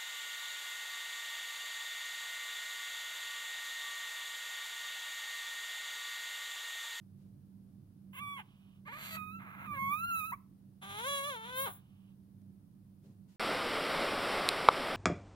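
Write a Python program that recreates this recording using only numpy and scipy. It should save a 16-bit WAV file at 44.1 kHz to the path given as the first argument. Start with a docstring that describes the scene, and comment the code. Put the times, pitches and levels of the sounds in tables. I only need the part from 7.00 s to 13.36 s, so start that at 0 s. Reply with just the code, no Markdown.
"""Source-filter synthesis of a newborn puppy crying close to a phone in a small furnished room.
Soft touches on fur come first; then pulses of one larynx ring the throat as a short squeal and a gasp.
A rasp clears into a long squeal ending in a yip; a lower wail trails off in hiss, then a gasp and touches.
Two microphone ports hear it by delay, echo and diffuse decay; an appliance's tones and filtered noise
hum throughout, and the phone turns the bass down when little sounds above it."""
import sys
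import numpy as np
from scipy import signal
from scipy.fft import rfft, irfft
from scipy.io import wavfile
from scipy.ndimage import uniform_filter1d

SR = 44100
rng = np.random.default_rng(int(sys.argv[2]) if len(sys.argv) > 2 else 0)


def generate_wav(sig):
    """Save sig (samples, or channels by samples) to the path in sys.argv[1] as 16-bit PCM at SR."""
    pcm = np.round(np.clip(np.atleast_2d(sig).T, -1, 1) * 32767).astype(np.int16)
    wavfile.write(sys.argv[1], SR, pcm)


N = 280476
TIME = np.arange(N) / SR  # s
FREQ = np.maximum(np.arange(N // 2 + 1) * SR / N, 1)  # Hz

# Centre pitch of each cry before jitter: (time [s], pitch [Hz])
SQUEAL_PITCH = [(1.13, 1002), (1.16, 1135), (1.17, 1010), (1.212, 1169), (1.33, 1141), (1.376, 1076),
                (1.398, 840), (1.42, 750)]
RASP_PITCH = [(1.85, 977), (1.878, 1237), (1.884, 818), (1.92, 1018), (1.928, 1147), (2.0, 1277),
              (2.14, 1296), (2.165, 1230)]
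LONG_PITCH = [(2.17, 1244), (2.296, 1257), (2.35, 1330), (2.385, 1333), (2.66, 1307), (2.69, 1177),
              (2.75, 1140), (2.764, 1081), (2.888, 1100), (3.0, 1313), (3.08, 1410), (3.236, 1241),
              (3.28, 1322), (3.312, 1294)]
YIP_PITCH = [(3.316, 927), (3.326, 1018), (3.338, 1173), (3.36, 1113)]
WAIL_PITCH = [(3.81, 369.5), (3.822, 377.6), (3.976, 418), (4.088, 568.4), (4.22, 552), (4.29, 586.2),
              (4.374, 441), (4.44, 445.5), (4.458, 481), (4.65, 553.3), (4.68, 390.4), (4.72, 396.4)]
# Effort of each cry, to which each band adds its own offset: (time [s], level [dB])
SQUEAL_EFFORT = [(1.13, -62), (1.15, -57.5), (1.23, -47), (1.35, -49), (1.402, -48.5), (1.425, -67)]
RASP_EFFORT = [(1.853, -65), (1.88, -49.5), (1.96, -52.5), (2.01, -56.5), (2.12, -53), (2.164, -47)]
LONG_EFFORT = [(2.166, -42.0), (2.29, -45.5), (2.4, -54), (2.65, -49.5), (2.7, -43), (2.77, -43.5),
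               (2.8, -36.5), (2.93, -34), (3.02, -39), (3.2, -35.5), (3.315, -42.5)]
YIP_EFFORT = [(3.319, -39.5), (3.325, -35), (3.337, -34.5), (3.353, -55.5)]
WAIL_EFFORT = [(3.814, -67), (3.825, -54), (3.99, -46.5), (4.1, -40), (4.31, -41.5), (4.4, -49.5),
               (4.52, -49), (4.6, -40), (4.68, -40), (4.73, -66), (4.8, -79)]
# Throat and mouth resonance, tight for the long squeal, open for the wail: (frequency [Hz], gain [dB])
SQUEAL_THROAT = [(500, -17), (850, 2), (1150, -2), (1700, -4.5), (2300, -6.5), (2800, -1), (3450, -11.5),
                 (4100, -25.5), (5200, -36), (8000, -24), (8700, -34), (10100, -15), (12200, -29),
                 (14600, -20)]
RASP_THROAT = [(450, -9.5), (900, -1.5), (1250, -1), (1600, 0), (2600, 6), (3600, 6.5), (4500, 6.5),
               (5200, -27.5), (7300, -11.5), (8300, -19), (9600, -21), (12900, -8), (14400, -13),
               (15500, -35)]
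TIGHT_THROAT = [(500, -9), (900, 2), (1250, 2), (1800, -2.5), (2550, -6.5), (3100, -19.5), (4100, -20),
                (5400, -40.5), (6700, -23.5), (8700, -35), (10400, -15.5), (12000, -22), (14200, -11.5),
                (15600, -17)]
OPEN_THROAT = [(330, -13), (600, -3), (820, 1.5), (1130, -0.5), (1400, -2.5), (1680, -8), (2150, -12.5),
               (2850, -13.5), (3500, -7), (3900, -11), (4300, -16.5), (5200, -21), (7000, -14), (8400, -37),
               (10200, -7), (12300, -35), (14700, -20.5)]
# Raggedness of the vocal folds, added to their settled state:
# (start [s], end [s], ramp [s], roughness [0-1], strong-weak alternation [0-1])
RATTLES = [(1.1, 1.2, .015, .11, .55), (1.375, 1.45, .03, .27, .55), (1.84, 1.925, .02, .11, .65),
           (1.925, 1.98, .02, .27, .6), (1.98, 2.105, .02, .74, .45), (2.105, 2.168, .015, .22, .7),
           (2.392, 2.665, .02, .7, .2), (2.665, 2.78, .02, .08, 0), (2.735, 2.783, .015, .05, .6),
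           (3.75, 4.0, .14, .1, .25), (4.42, 4.52, .05, .07, .15), (4.657, 4.82, .02, .33, .1)]
# Throat squeezes: (peak [s], rise [s], fall [s], change of mouth ring and edge [dB], peak hiss level [dB])
SQUEEZES = [(1.19, 0.048, 0.0053, 5.5, -51), (2.07, 0.11, 0.096, 14, -71), (2.762, 0.014, .018, -0.5, -60),
            (2.97, .06, 0.032, 3.5, -57.5), (3.2, 0.08, .12, 4, -55), (4.6, .04, 0.064, -1.5, -34.5),
            (4.69, 0.023, 0.078, -6.5, -48)]
# Spectrum of the squeezed airflow: (frequency [Hz], relative level [dB])
SQUEEZE_HISS = [(4000, -37), (7000, -8), (8500, -24.5), (10200, 8.5), (12000, -9), (14500, 6)]
# Breaths drawn after a cry: (start [s], end [s], mean level [dB])
GASPS = [(1.416, 1.79, -76), (4.774, 5.14, -80.5)]
# Spectrum of the drawn breath in the airway: (frequency [Hz], relative level [dB])
AIRWAY = [(400, -18), (750, -7.5), (1120, -5), (1900, -14.5), (3000, -2.5), (4500, -21.5), (8000, -29.5)]
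# Colour of the voice at the ports: (frequency [Hz], left minus right [dB])
PORT_TILT = [(550, 4.5), (900, -0.5), (1150, -8), (1260, -4), (1400, 4), (1550, -0.5), (2100, -4),
             (2500, -7.5), (3400, -6), (7000, 0.5), (11500, 10), (14500, -1.5)]
# Reflections from near surfaces (lap, bed, wall) at each port: (delay [ms], share of direct sound [ratio])
LEFT_ECHOES = [(1.9, .12), (5.3, 0.05)]
RIGHT_ECHOES = [(2.401, 0.12), (6.1, 0.09)]
# Quick scatter of the voice by the puppy's body and the lap: (frequency [Hz], gain [dB])
SCATTER = [(500, -17.5), (1200, -10), (2200, -7.5), (5000, 1.5), (12000, -3.5)]
# Strength of the room's diffuse answer: (frequency [Hz], gain [dB])
ROOM_SEND = [(500, -17), (1200, -22), (2500, -26), (4000, -21), (7000, -16), (12000, -13)]
# Soft handling of fur and cloth:
# (start [s], peak brush level [dB], thud relative to brush [dB], swell time [s])
TOUCHES = [(.17, -83, -8, 0.042), (.555, -101, 38.5, 0.063), (5.416, -77, 0, 0.0012),
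           (6.023, -77, 23.5, 0.036), (6.276, -76, -3, 0.037)]
# Tones of the appliance, before the common raise: (frequency [Hz], level [dB])
HUM = [(100.5, -67.5), (139, -69), (194.2, -61)]
# Balance of hum and rumble between the ports: (frequency [Hz], left minus right [dB])
HUM_TILT = [(60, -5), (110, -3), (200, -6.5), (380, -8.5), (700, -3), (1290, -3), (2380, -11), (4400, -13),
            (8120, 7), (15000, -9)]
# Spectrum of the appliance's rumble: (frequency [Hz], relative level [dB])
RUMBLE = [(15, -38.5), (25, -24.5), (48, -12.5), (69, -20), (91, -5.5), (139, -5), (167, -6.5), (197, -2.5),
          (223, -13.5), (295, -15), (384, -26), (412, -30.5), (700, -44), (910, -67.5), (1540, -120)]
# Spectrum of the microphone hiss: (frequency [Hz], relative level [dB])
MIC_HISS = [(350, -33), (600, 0), (625, -3), (984, -6.5), (2180, -16.5), (4980, -17), (7730, -22.5),
            (9760, -12.5), (10700, -15), (14300, -15.5), (16000, -14)]

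CLEAR, HUSKY = .026, .045  # roughness of the settled folds, 0-1
ONSET_ROUGH, SETTLE_S = .25, .022  # extra roughness at a cry's start, and its decay time
RING_FOLLOW, EDGE_FOLLOW = 0.92, 0.96  # dB gained by mouth ring and thin edge per dB of effort
EDGE_DB_PER_OCTAVE = 8.5  # rise of the edge with pitch
FLUTTER_DB, UPPER_FLUTTER_DB = 1.3, -0.8
ROOM_T60_S, SCATTER_T60_S = .33, 0.039
HUM_WAVER_DB = 2.3
SUPPRESS_DB, OPEN_DB, KNEE_DB, SUPPRESS_S = 5, -47, 4, 0.083  # bass cut, threshold, softness, window
TOP_HZ = 15850


def larynx(hz, rough, alternation, start, end):
    """Quasi-periodic excitation: one click per fold closure, perturbed in time and size by roughness."""
    jitter = (.001 + .05 * rough) * walk(260)
    drift = .0025 * walk(45)
    rough_drift = .05 * np.minimum(rough, .25) * (walk(90) + walk(30))
    hz = hz * (1 + jitter + drift + rough_drift)
    cycles = np.cumsum(hz * (TIME > start) * (TIME < end)) / SR
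    turn = np.arange(1, int(cycles[-1]))
    at = np.interp(turn, cycles, np.arange(N))  # closures, in samples
    i = at.astype(int)
    swing = 1 - 2 * (turn % 2)  # alternates +1 and -1
    time_chance, size_chance = rng.standard_normal((N // 100, 2))[:len(turn)].T
    shift = .19 * rough[i] ** 1.25 * time_chance + .07 * alternation[i] * swing  # periods
    at = at + SR / hz[i] * shift
    size = np.exp(.55 * rough[i] * size_chance) * (1 + .6 * alternation[i] * swing)
    # windowed sinc clicks place each closure between samples
    taps = at.astype(int)[:, None] + np.arange(-8, 9)
    offset = taps - at[:, None]
    clicks = size[:, None] * np.sinc(offset) * np.sinc(offset / 9)
    return np.bincount(taps.ravel(), clicks.ravel(), N), cycles


def folds(start, calm):
    """Irregular vibration: the folds start raggedly, settle, and break into rattles."""
    rough = calm + ONSET_ROUGH * np.exp(-np.abs(TIME - start) / SETTLE_S)
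    alternation = 0
    for on, off, ramp_s, roughness, uneven in RATTLES:
        rattle = span(on, off, ramp_s)
        rough = rough + roughness * rattle
        alternation = alternation + uneven * rattle
    return rough, alternation


def cry(pitch, effort, throat, calm, low_db, ring_db, edge_db, brighten_db, pan_db, air):
    """Source-filter principle: pulses and air puffs ring the throat; effort sets the balance of bands."""
    hz, = curves(pitch)
    db, = curves(effort)
    start, end = effort[0][0], effort[-1][0]
    gate = span(start, end, .004)
    rough, alternation = folds(start, calm)
    pulses, cycles = larynx(hz, rough, alternation, start - .02, end + .02)
    puffs = band(rng.standard_normal(N), 12000, 17600) * np.cos(np.pi * cycles) ** 2
    voice = colour(pulses + air * puffs * gate, throat)

    usual_db, usual_hz = np.average(db, weights=gate), np.average(hz, weights=gate)
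    push = db - usual_db
    progress = np.clip((TIME - start) / (end - start), 0, 1) - .5
    squeeze = sum(shrill_db * hump(s, rise, fall) for s, rise, fall, shrill_db, _ in SQUEEZES)
    ring = ring_db + RING_FOLLOW * push + squeeze
    edge = edge_db + EDGE_FOLLOW * push + squeeze
    edge = edge + EDGE_DB_PER_OCTAVE * np.log2(hz / usual_hz)
    edge = edge + brighten_db * progress  # drift over the whole cry

    # the level of the cry flutters, a little more in its upper partials
    flutter, upper_flutter = FLUTTER_DB * walk(55), UPPER_FLUTTER_DB * walk(35)
    body = steady(band(voice, 170, 2200, order=12)) * undb(low_db + push)
    mouth = steady(band(voice, 1745, 4030, order=12)) * undb(ring + upper_flutter)
    thin = steady(band(voice, 5000, 17000, order=16)) * undb(edge + upper_flutter)
    upper = (mouth + thin) * sides(pan_db)[:, None]
    return (body + upper) * gate * undb(usual_db + flutter)


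def throat_hiss():
    """Turbulence noise: air is forced through the squeezed throat."""
    flow = sum(undb(db) * hump(s, rise, fall) for s, rise, fall, _, db in SQUEEZES)
    return flow * level(colour(rng.standard_normal(N), SQUEEZE_HISS), 0)


def gasps(ramp_s=0.051):
    """Turbulence noise filtered by the airway: the puppy's faint intake of air."""
    flow = sum(undb(db) * span(start, end, ramp_s) for start, end, db in GASPS)
    return flow * level(colour(rng.standard_normal(N), AIRWAY), 0) * undb(0.5 * walk(23))


def ports(voice, lag_ms):
    """Arrival-time difference and comb filtering: the left port hears first; echoes ripple both."""
    left = 1 + sum(share * delay(ms) for ms, share in LEFT_ECHOES)
    right = 1 + sum(share * delay(ms) for ms, share in RIGHT_ECHOES)
    tilt = np.sqrt(gains(PORT_TILT))  # half the difference on each side
    return irfft(rfft(voice) * np.array([left * tilt, right * delay(lag_ms) / tilt]), N)


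def room(voice, build_s=0.028):
    """Diffuse-field decay: quick scatter from close by, then the room's short tail."""
    scatter = gains(SCATTER) * tail(SCATTER_T60_S, build_s / 10)
    reverberation = gains(ROOM_SEND) * tail(ROOM_T60_S, build_s)
    return irfft(rfft(voice.mean(axis=0)) * (scatter + reverberation), N)


def tail(t60_s, build_s):
    """Exponential decay of dense reflections: a spectrum of unit energy, independent at each port."""
    echoes = rng.standard_normal((2, N)) * undb(-60 * TIME / t60_s) * (1 - np.exp(-TIME / build_s))
    return rfft(echoes / np.sqrt(np.sum(echoes ** 2, axis=1, keepdims=True)))


def handling():
    """Friction noise and low impact noise: fingers and cloth brush the fur, with dull thuds."""
    brush = level(band(rng.standard_normal((2, N)), 590, 8000, order=2), 0) * undb(1.1 * walk(60))
    thud = level(band(rng.standard_normal(N), 110, 160, order=3), 0)
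    out = 0
    for s, db, thud_db, swell_s in TOUCHES:
        age = np.maximum(TIME - s, 0)
        swell = age / swell_s * np.exp(1 - age / swell_s)  # peaks at 1
        out = out + undb(db) * swell * (brush + undb(thud_db) * thud)
    return out


def appliance(hum_db=4, rumble_db=-55.5, apart=0.42, swell_db=2.0):
    """Tonal hum and partly correlated noise: wavering lines and rumble, mostly louder on the right."""
    hum = 0
    for hz, db in HUM:
        strength = np.sqrt(2) * undb(db + hum_db + HUM_WAVER_DB * walk(8))
        hum = hum + strength * np.sin(2 * np.pi * hz * TIME + 0.163 * walk(4))
    noise = rng.standard_normal(N) + apart * rng.standard_normal((2, N))  # shared plus separate
    rumble = level(colour(noise, RUMBLE), rumble_db)
    low = irfft(rfft(hum + rumble) * sides(gains_db(HUM_TILT)), N)
    return low * undb(swell_db * walk(4.9))


def microphone_hiss():
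    """Stationary self-noise: smooth coloured hiss, independent at each port."""
    return level(colour(rng.standard_normal((2, N)), MIC_HISS), -78)


def undb(db):
    """Logarithmic level: decibels to amplitude gain."""
    return 10 ** (np.asarray(db) / 20)


def level(x, db):
    """Root-mean-square measure: scale the signal to an rms level."""
    return x * undb(db) / np.sqrt(np.mean(x ** 2))


def curves(table):
    """Linear interpolation: each column of a table, joined by straight lines in time."""
    s, *columns = np.transpose(table)
    return [np.interp(TIME, s, c) for c in columns]


def gains_db(points):
    """Logarithmic frequency scale: level in dB at every frequency, from points."""
    hz, db = np.transpose(points)
    return np.interp(np.log(FREQ), np.log(hz), db)


def gains(points):
    """Spectral envelope: amplitude gain at every frequency, from points."""
    return undb(gains_db(points))


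def colour(x, points):
    """Minimum-phase filtering: a causal response of the given spectrum rings after each pulse."""
    cepstrum = irfft(np.log(gains(points)), N)
    cepstrum[1:N // 2] *= 2  # folding the cepstrum makes the response causal
    cepstrum[N // 2 + 1:] = 0
    return irfft(rfft(x) * np.exp(rfft(cepstrum)), N)


def band(x, lo_hz, hi_hz, order=8):
    """Zero-phase filtering: a band-pass without delay."""
    response = 1 / (1 + (lo_hz / FREQ) ** order) / (1 + (FREQ / hi_hz) ** order)
    return irfft(rfft(x) * response, N)


def delay(ms):
    """Linear phase: the frequency response of a pure delay."""
    return np.exp(-2j * np.pi * FREQ * ms / 1000)


def walk(rate):
    """Slow random fluctuation: levels held 1 / rate s, smoothed twice, with unit deviation."""
    k = int(SR / rate)
    held = np.repeat(rng.standard_normal(N // k + 1), k)
    y = uniform_filter1d(uniform_filter1d(held, k), k)[:N]
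    return y / y.std()


def steady(x, size=700):
    """Envelope normalisation: hold the running rms near 1 where there is signal."""
    power = uniform_filter1d(uniform_filter1d(x ** 2, size), size)
    return x / np.sqrt(np.abs(power) + np.max(power) / 10 ** 6)


def sides(pan_db):
    """Constant-power panning: left and right gain for a left-minus-right level."""
    pair = undb(np.array([pan_db, -pan_db]) / 2)
    return pair / np.sqrt(np.mean(pair ** 2, axis=0))


def hump(peak_s, rise_s, fall_s):
    """Generalised Gaussian envelope: a smooth, flat-topped rise to 1 and fall."""
    width = np.where(TIME < peak_s, rise_s, fall_s)
    return np.exp(-np.abs((TIME - peak_s) / width) ** 2.6)


def span(start, end, ramp_s):
    """Trapezoidal envelope: straight ramps centred on the start and end times."""
    return np.clip(np.minimum(TIME - start, end - TIME) / ramp_s + .5, 0, 1)


def scene():
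    """Superposition: direct cries and breath, the room's answer, handling and background add."""
    squeal = cry(SQUEAL_PITCH, SQUEAL_EFFORT, SQUEAL_THROAT, HUSKY, low_db=1.5, ring_db=-4,
                 edge_db=-17.5, brighten_db=1, pan_db=-2, air=0.034)
    rasp = cry(RASP_PITCH, RASP_EFFORT, RASP_THROAT, HUSKY, low_db=3, ring_db=-14.5,
               edge_db=-15.5, brighten_db=6.5, pan_db=-1, air=0.1)
    long_squeal = cry(LONG_PITCH, LONG_EFFORT, TIGHT_THROAT, CLEAR, low_db=-1.5, ring_db=-13.0,
                      edge_db=-22.0, brighten_db=8.5, pan_db=-1.5, air=.03)
    yip = cry(YIP_PITCH, YIP_EFFORT, TIGHT_THROAT, HUSKY, low_db=-2.5, ring_db=-28,
              edge_db=-28, brighten_db=-19.5, pan_db=9, air=.05)
    wail = cry(WAIL_PITCH, WAIL_EFFORT, OPEN_THROAT, HUSKY, low_db=1, ring_db=-2.5,
               edge_db=-12, brighten_db=-10, pan_db=5.5, air=0.54)
    squeals = squeal + rasp + long_squeal + yip
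    # the wail and throat hiss reach the right port slightly later than the squeals do
    near = ports(squeals + gasps(), lag_ms=0.2086) + ports(wail + throat_hiss(), lag_ms=0.241)
    return near + room(squeals + wail) + handling() + appliance() + microphone_hiss()


def record(dry):
    """Level-dependent filtering: the phone cuts bass when little sounds above it, and cuts the top."""
    bass = band(dry, 1, 400, order=4)
    power = uniform_filter1d(np.mean((dry - bass) ** 2, axis=0), size=int(SUPPRESS_S * SR))
    power_db = 10 * np.log10(np.abs(power))
    quiet = .5 - .5 * np.tanh((power_db - OPEN_DB) / KNEE_DB)  # 1 in silence, 0 when loud
    out = dry + bass * (undb(-SUPPRESS_DB * quiet) - 1)
    return signal.sosfilt(signal.ellip(10, .2, 70, TOP_HZ, fs=SR, output="sos"), out)


dry = scene()
out = record(dry)
generate_wav(out)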